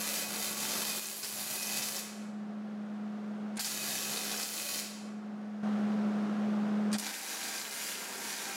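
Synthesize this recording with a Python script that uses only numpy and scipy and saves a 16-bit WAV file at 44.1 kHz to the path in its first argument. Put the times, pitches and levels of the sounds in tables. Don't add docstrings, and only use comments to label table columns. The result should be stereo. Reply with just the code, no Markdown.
import sys
import numpy as np
from scipy import signal
from scipy.fft import rfft, irfft, next_fast_len
from scipy.io import wavfile
from scipy.ndimage import uniform_filter1d, minimum_filter1d, map_coordinates

SR = 44100
rng = np.random.default_rng(int(sys.argv[2]) if len(sys.argv) > 2 else 0)


def output_pcm(signal):
    pcm = np.clip(np.atleast_2d(signal).T, -1, 1) * 32767
    wavfile.write(sys.argv[1], SR, np.round(pcm).astype(np.int16))


N = 377496
T = np.arange(N) / SR

# frequency in Hz, time to fall 60 dB in seconds.
GARAGE_DECAY = [(200, 1), (1000, 0.92), (4000, 0.57), (8000, 0.57), (14000, 0.34)]
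# frequency in Hz, left-right likeness (1 is mono).
ROOM_LIKENESS = [(180, 0.96), (550, 0.8), (1650, 0.57), (5000, 0.46), (15000, 0.5)]
FAN_LIKENESS = [(60, .89), (180, 0.92), (550, 0.78), (1650, 0.53), (5000, 0.51), (15000, 0.79)]
# pitch in Hz, level in dB.
FAN_TONES = [(210.1, -6), (420, -29.5), (311.3, -33.5), (369.4, -34)]

# frequency in Hz, gain in dB.
FAN_AIR_EQ = [(30, -58), (64, -46), (150, -20), (200, -8.5), (260, -17.5), (420, -19), (755, -16.5),
              (883, -23.5), (1380, -23), (2150, -32.5), (3500, -38), (6500, -46), (10000, -55.5),
              (15800, -69)]
TICK_EQ = [(1000, -15), (8000, -6), (15000, -12)]
SPUTTER_EQ = [(60, -13), (250, 4), (1500, 3.0), (5000, 2.5), (9000, 7.0), (15000, -2)]
POP_EQ = [(100, -14), (1200, 0), (9000, 0), (15000, -3)]
SPATTER_EQ = [(100, -41), (2000, -16), (8000, -8.5), (15000, -12), (17500, 5.5), (22000, 7.5)]
UNDER_EQ = [(50, -41), (140, -3), (260, -1), (700, 1), (1100, -6.5), (1800, -6.5), (3300, -9), (5000, -1),
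            (7400, -2), (8300, -7), (9500, -7), (11800, -6), (12600, -11), (14500, -9.5), (15600, -13.5)]
OPEN_EQ = [(50, -46), (140, -4.5), (260, 2.5), (700, 1.5), (1100, -0.5), (1800, -0.5), (3300, -5.5),
           (5000, -2.5), (7400, -1), (8300, -4.5), (10000, -0.5), (11800, 0), (13000, -3), (15600, -9)]
# centre in Hz, width in Hz, lift in dB.
TICK_RESONANCES = [(11000, 2000, 16)]
UNDER_RESONANCES = [(1117, 63, 7.5), (1385, 330, 4.5), (1660, 140, 4.5), (1820, 61, -4.5), (1980, 100, 5),
                    (2220, 160, 0.5), (2550, 260, 8), (3093, 184, 8.5), (3586, 250, 6), (4130, 470, 5.5),
                    (4650, 200, 4.5), (4860, 45, 0.5), (5750, 200, 3), (6370, 60, 3.5), (6830, 190, 4),
                    (7550, 86, 4.5), (7850, 110, 5), (8440, 160, -5), (8750, 140, 4), (9470, 320, 4.5),
                    (10700, 120, 3.5), (10800, 110, -1), (11330, 59, 5), (11760, 70, -3)]
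OPEN_RESONANCES = [(785, 21, 8.5), (950, 55, 5.2), (1200, 71, -3), (1390, 100, 2.5), (1570, 28, 5),
                   (1620, 40, 5), (2180, 40, 1), (2415, 77, 3.5), (2720, 52, -3), (4780, 56, 7),
                   (5040, 50, -2), (5380, 50, -2), (5650, 60, 6), (7000, 100, 6), (7800, 170, 2.5),
                   (9550, 200, 3.5)]

# time in seconds, level in dB.
COOLING_TICKS = [(2.65, -48), (2.917, -47), (3.105, -52), (3.275, -48), (5.3, -52), (5.36, -52),
                 (5.41, -52)]
# start and length in seconds, first and last pitch in Hz, level in dB.
ARC_WHISTLES = [(.07, .09, 2560, 2555, -28), (.19, .11, 2525, 2510, -28), (.39, .1, 3665, 3665, -32),
                (.73, .11, 11295, 11290, -29), (.885, .085, 2495, 2500, -26.5),
                (1.55, .12, 2520, 2490, -24), (1.66, .115, 2492, 2515, -26), (3.79, .07, 2515, 2510, -25),
                (3.88, .6, 2485, 2482, -36), (4.64, .09, 2515, 2515, -26)]
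# start and length in seconds, level in dB, low-pass cutoff in Hz.
SPUTTERS = [(3.558, .003, -45, 9000), (3.569, .013, -32, 10000), (3.583, .016, -24.5, 2800),
            (3.592, .022, -23, 16000), (3.645, .032, -22.5, 12000), (1.227, .032, -19, 10000),
            (6.916, .005, -46, 9000), (6.928, .012, -40, 11000), (6.941, .013, -37.5, 5500),
            (6.955, .027, -47, 10000), (6.9825, .02, -29.5, 15000)]
# time in seconds, level in dB, pitch in Hz.
DROP_POPS = [(.1612, -6, 6400), (.8995, -5, 4800), (1.0565, 0, 5900), (1.0695, 1, 8200), (1.2325, 4, 5000),
             (1.247, 2, 5000), (1.6295, -1, 5500), (1.6709, -1, 6300), (1.8244, -1.5, 5200),
             (1.9653, -3, 5500), (3.5945, -2, 4700), (3.6075, -4, 7500), (3.6467, 1.5, 4800),
             (3.6525, -1.5, 6500), (3.66, -3, 6000), (4.1727, -3, 4200), (4.3152, -7, 4000),
             (4.378, -5, 6000), (4.4303, -1, 5000), (4.4434, -1, 7800), (4.7415, -2, 4500),
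             (6.9305, -21, 4800), (6.9828, -14, 12000), (6.9855, -9.5, 5000), (6.9987, -8, 9000),
             (7.047, -7, 4200), (7.067, -6, 4200), (7.091, -4, 4200), (7.141, 0, 2600), (7.1522, 1, 3900),
             (7.4312, 0, 3600), (7.5825, 1, 4500), (7.6155, 2, 4400), (7.6524, 0.5, 3000),
             (7.7107, 3, 5000), (7.918, -1, 2900), (7.954, 0, 2800), (8.3874, -1, 3700)]
# time in seconds, spatter level in dB, crackle level in dB.
FIRST_RUN_FADERS = [(-.3, -15, -29), (.15, -2.5, -20), (.25, -3.5, -24), (.33, -8, -24.5), (.44, -5, -18.5),
                    (.54, -1, -25.5), (.6, -12, -19.5), (.78, -8, -23), (.9, -5.5, -20.5), (.97, -3, -19.5),
                    (1.07, 3.5, -19.5), (1.18, 6.5, -20), (1.34, 2.5, -19.5), (1.45, 1, -20),
                    (1.53, 0.5, -19), (1.62, 0, -21.5), (1.77, -8.5, -19), (1.88, 0.5, -21.5),
                    (1.999, -3.5, -22)]
SECOND_RUN_FADERS = [(3.595, 1, -18.5), (3.68, -2, -21), (3.77, -2.5, -21.5), (3.9, -3, -20),
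                     (4.14, -3.5, -21.5), (4.34, -5.5, -23), (4.42, -0.5, -20.5), (4.48, 3, -19),
                     (4.63, 0, -18.5), (4.75, 0.5, -18.5), (4.801, -2.5, -18.5)]
OPEN_RUN_FADERS = [(6.986, -12, -34.5), (7.06, -0.5, -23.5), (7.15, 9.5, -16), (7.4, 6.5, -15.5),
                   (7.6, 7.5, -17), (7.73, 9.5, -16), (7.86, 8.5, -13.5), (7.98, 8.5, -18), (8.08, 4, -22),
                   (8.3, 5.5, -16.5), (8.56, 3, -21.5)]

SCENE_CHANGE_S = 5.632


def amp(db):
    return 10 ** (np.asarray(db) / 20)


def unit(x):
    return x / np.sqrt(np.mean(x ** 2) + 1e-20)


def along(curve, hz):
    f, values = np.transpose(curve)
    return np.interp(np.log(hz + 1), np.log(f + 1), values)


def wobble(rate):
    return map_coordinates(rng.standard_normal(int(N * rate / SR) + 4), [T * rate])


def gate(start, end):
    return np.clip(np.minimum(T - start, end - T) * 1000, 0, 1)


def filtered(x, response):
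    size = next_fast_len(N + SR // 4)
    return irfft(rfft(x, size) * response(np.fft.rfftfreq(size, 1 / SR)), size)[..., :N]


def pan(left_db):
    return amp([[left_db / 2], [-left_db / 2]])


def spread(pair, likeness):
    angle = lambda hz: np.arccos(np.clip(along(likeness, hz), -1, 1)) / 2
    mid, side = filtered(pair, lambda hz: np.array([np.cos(angle(hz)), np.sin(angle(hz))]))
    return np.array([mid + side, mid - side])


def clicks(events):
    times, db = np.transpose(events)
    return -np.bincount(np.round(times * SR).astype(int), amp(db), N)[:N]


def ring(x, eq, resonances=(), size=8192):
    hz = np.fft.rfftfreq(size, 1 / SR)
    peaks_db = sum(lift / (1 + (2 * (hz - f) / width) ** 2) for f, width, lift in resonances)
    cepstrum = irfft(np.log(amp(along(eq, hz) + peaks_db)))
    cepstrum[1:size // 2] *= 2
    cepstrum[size // 2 + 1:] = 0
    return signal.fftconvolve(x, irfft(np.exp(rfft(cepstrum))))[:N]


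def edge_smear(x, hz, width_hz):
    pole = lambda f: hz ** 2 - f * f + 1j * f * width_hz
    return filtered(x, lambda f: np.conj(pole(f)) / pole(f))


def garage(x, near_db, room_db, near_t60=0.071, drift_hz=0.4488):
    def echoes(send):
        hz, t, spectrum = signal.stft(rng.standard_normal((2, SR * 3 // 4)), SR, nperseg=256)
        decay = amp(-60 * t / along(GARAGE_DECAY, hz)[:, None])
        tail = signal.istft(spectrum * decay, SR, nperseg=256)[1]
        t = np.arange(tail.shape[1]) / SR
        scatter = rng.standard_normal(tail.shape) * amp(-60 * t / near_t60)
        build_up = 1 - np.exp(-t / .004)
        reflections = amp(room_db) * unit(tail * build_up) + amp(near_db) * unit(scatter * build_up)
        impulse = spread(reflections, ROOM_LIKENESS)[:, :len(t)]
        return signal.fftconvolve(send[None], impulse / np.sqrt(len(t)), axes=1)[:, :N]
    drift = 2 * np.pi * drift_hz * T
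    return x + echoes(x * np.cos(drift)) + echoes(x * np.sin(drift))


def fan():
    clock = T + np.cumsum(.002 * wobble(6)) / SR
    hum = sum(amp(db + 0.5 * wobble(9.6)) * np.sin(2 * np.pi * (hz * clock + rng.random()))
              for hz, db in FAN_TONES)
    rush = filtered(rng.standard_normal((2, N)), lambda hz: amp(along(FAN_AIR_EQ, hz)))
    air = spread(rush, FAN_LIKENESS)
    return amp(-31.5) * (pan(-1.4) * unit(hum) + amp(-9.5) * pan(2.0) * unit(air))


def cooling_ticks():
    ticks = ring(clicks(COOLING_TICKS), TICK_EQ, TICK_RESONANCES)
    return garage(ticks, near_db=2, room_db=2, near_t60=.029)


def whistles(waver_hz=7, flutter_db=2.0):
    notes = np.zeros(N)
    waver = waver_hz * wobble(60)
    for start, length, first_hz, last_hz, db in ARC_WHISTLES:
        progress = np.clip((T - start) / length, 0, 1)
        pitch = first_hz + (last_hz - first_hz) * progress + waver
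        swell = np.sqrt(np.abs(np.sin(np.pi * progress)))
        notes += amp(db) * swell * np.sin(2 * np.pi * np.cumsum(pitch) / SR)
    return garage(notes * amp(flutter_db * wobble(70)), near_db=-18, room_db=-18)


def sparks(shorts_per_s, burst_s, scatter_db, snap, steady, colour_db, shocks_per_s=5000):
    gaps = np.exp(.6 * rng.standard_normal(4096)) / shorts_per_s
    onsets = (np.cumsum(gaps) * SR).astype(int)
    onsets = onsets[onsets < N]
    shorts = np.zeros(N)
    shorts[onsets] = amp(scatter_db * np.clip(rng.standard_normal(4096)[:len(onsets)], -2, 1.3))
    bursts = signal.lfilter([1], [1, -np.exp(-1 / (burst_s * SR))], shorts)
    shocks = (rng.random(N) < shocks_per_s / SR) * np.sign(rng.standard_normal(N))
    clusters = (steady + unit(bursts)) * shocks

    def band(hz):
        hits = shorts * amp(colour_db * rng.uniform(-4.0, 4.3, N))
        return filtered(hits, lambda f: 1j * f * hz / (hz * hz - f * f + 1j * f * hz))
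    snaps = band(2220) + 0.45 * band(3750) + 0.13 * band(8200)
    return unit(unit(clusters) - snap * unit(snaps))


def sputters():
    shocks = sparks(350, burst_s=.001, scatter_db=1.5, snap=.3, steady=2, colour_db=1, shocks_per_s=20000)
    sputter = ring(shocks, SPUTTER_EQ, OPEN_RESONANCES)
    dulled = lambda hz: unit(signal.sosfilt(signal.butter(3, hz, fs=SR, output="sos"), sputter))
    bursts = sum(amp(db) * gate(start, start + length) * dulled(cutoff_hz)
                 for start, length, db, cutoff_hz in SPUTTERS)
    return garage(bursts, near_db=1, room_db=-3.5, near_t60=0.045)


def drop_pops(decay_cycles=1.8):
    pops = np.zeros(N)
    t = np.arange(SR // 100) / SR
    for start, db, hz in DROP_POPS:
        snap = np.exp(-hz * t / decay_cycles) * np.cos(2 * np.pi * hz * t)
        pops[round(start * SR):][:len(t)] -= amp(db) * snap
    pops = ring(pops, POP_EQ)
    under = garage(pops * (T < SCENE_CHANGE_S), near_db=2, room_db=1, near_t60=.029)
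    in_open = garage(pops * (T > SCENE_CHANGE_S), near_db=-3, room_db=-2, near_t60=.029)
    return under + pan(1.4) * in_open


def spatter(drops_per_s=50, unevenness=.4, scatter_db=1.06):
    droplets = []
    for run in (FIRST_RUN_FADERS, SECOND_RUN_FADERS, OPEN_RUN_FADERS):
        times, spatter_db, _ = np.transpose(run)
        gap, size = rng.standard_normal((512, 2)).T
        onsets = times[0] + np.cumsum(np.exp(unevenness * gap)) / drops_per_s
        levels = np.interp(onsets, times, spatter_db) + scatter_db * size
        droplets += [(t, db) for t, db in zip(onsets, levels) if 0 < t < times[-1]]
    return amp(4.5) * ring(clicks(droplets), SPATTER_EQ)


def weld_run(arc, faders, roar_db, sizzle_db, low_hz=1800, high_hz=9000):
    times, spatter_db, crackle_db = np.transpose(faders)
    start, end = times[0], times[-1]
    roar = amp(roar_db) * np.clip(np.minimum((T - start) / 0.13, (end - T) / 0.04), 0, 1)
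    crackle = amp(np.interp(T, times, crackle_db))
    sizzle = crackle * amp(sizzle_db + .3 * np.interp(T, times, spatter_db - spatter_db.mean()))
    below = lambda hz, edge: 1 / (1 + (hz / edge) ** 8)
    lows = unit(filtered(arc, lambda hz: below(hz, low_hz)))
    mids = unit(filtered(arc, lambda hz: below(hz, high_hz) - below(hz, low_hz)))
    highs = unit(filtered(arc, lambda hz: 1 - below(hz, high_hz)))
    return gate(start, end) * (roar * lows + crackle * mids + sizzle * highs)


def arc_under_frame():
    shocks = sparks(shorts_per_s=150, burst_s=0.0012, scatter_db=1.2, snap=0.44, steady=2.8, colour_db=2)
    arc = edge_smear(ring(shocks, UNDER_EQ, UNDER_RESONANCES), hz=4500, width_hz=1740)
    first = weld_run(arc, FIRST_RUN_FADERS, roar_db=-29, sizzle_db=0)
    second = weld_run(arc, SECOND_RUN_FADERS, roar_db=-29, sizzle_db=-1.5)
    return amp(-4.0) * pan(0.25) * garage(first + second, near_db=-4.0, room_db=0.5)


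def arc_in_open():
    shocks = sparks(shorts_per_s=135, burst_s=0.0015, scatter_db=1.2, snap=.5, steady=4, colour_db=1.5)
    arc = edge_smear(ring(shocks, OPEN_EQ, OPEN_RESONANCES), hz=2390, width_hz=480)
    run = weld_run(arc, OPEN_RUN_FADERS, roar_db=-24.5, sizzle_db=-7)
    return amp(-2.5) * pan(1.2) * garage(run, near_db=-3.0, room_db=2.5)


def scene():
    arcs = arc_under_frame() + arc_in_open()
    return arcs + whistles() + sputters() + spatter() + drop_pops() + cooling_ticks() + fan()


def limiter_gain(x, ceiling_db=-20, look_ahead_s=0.016, slow_range_db=10.5):
    t = np.arange(x.shape[1]) / SR
    ahead = int(look_ahead_s * SR)
    peak_db = 20 * np.log10(np.abs(x).max(axis=0) + 1e-9)
    held_db = minimum_filter1d(np.minimum(0, ceiling_db - peak_db), 2 * ahead)
    release = lambda db, db_per_s: np.minimum.accumulate(db - db_per_s * t) + db_per_s * t
    fast = release(held_db, db_per_s=35.5)
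    slow = release(np.maximum(held_db, -slow_range_db), db_per_s=2.5)
    return amp(uniform_filter1d(np.minimum(fast, slow), ahead))


def record(dry):
    scenes = np.split(dry, [round(SCENE_CHANGE_S * SR)], axis=1)
    gain = uniform_filter1d(np.concatenate([limiter_gain(part) for part in scenes]), size=220)
    return filtered(dry * gain, lambda hz: 1 / (1 + (hz / 15850) ** 300))


dry = scene()
out = record(dry)
output_pcm(out)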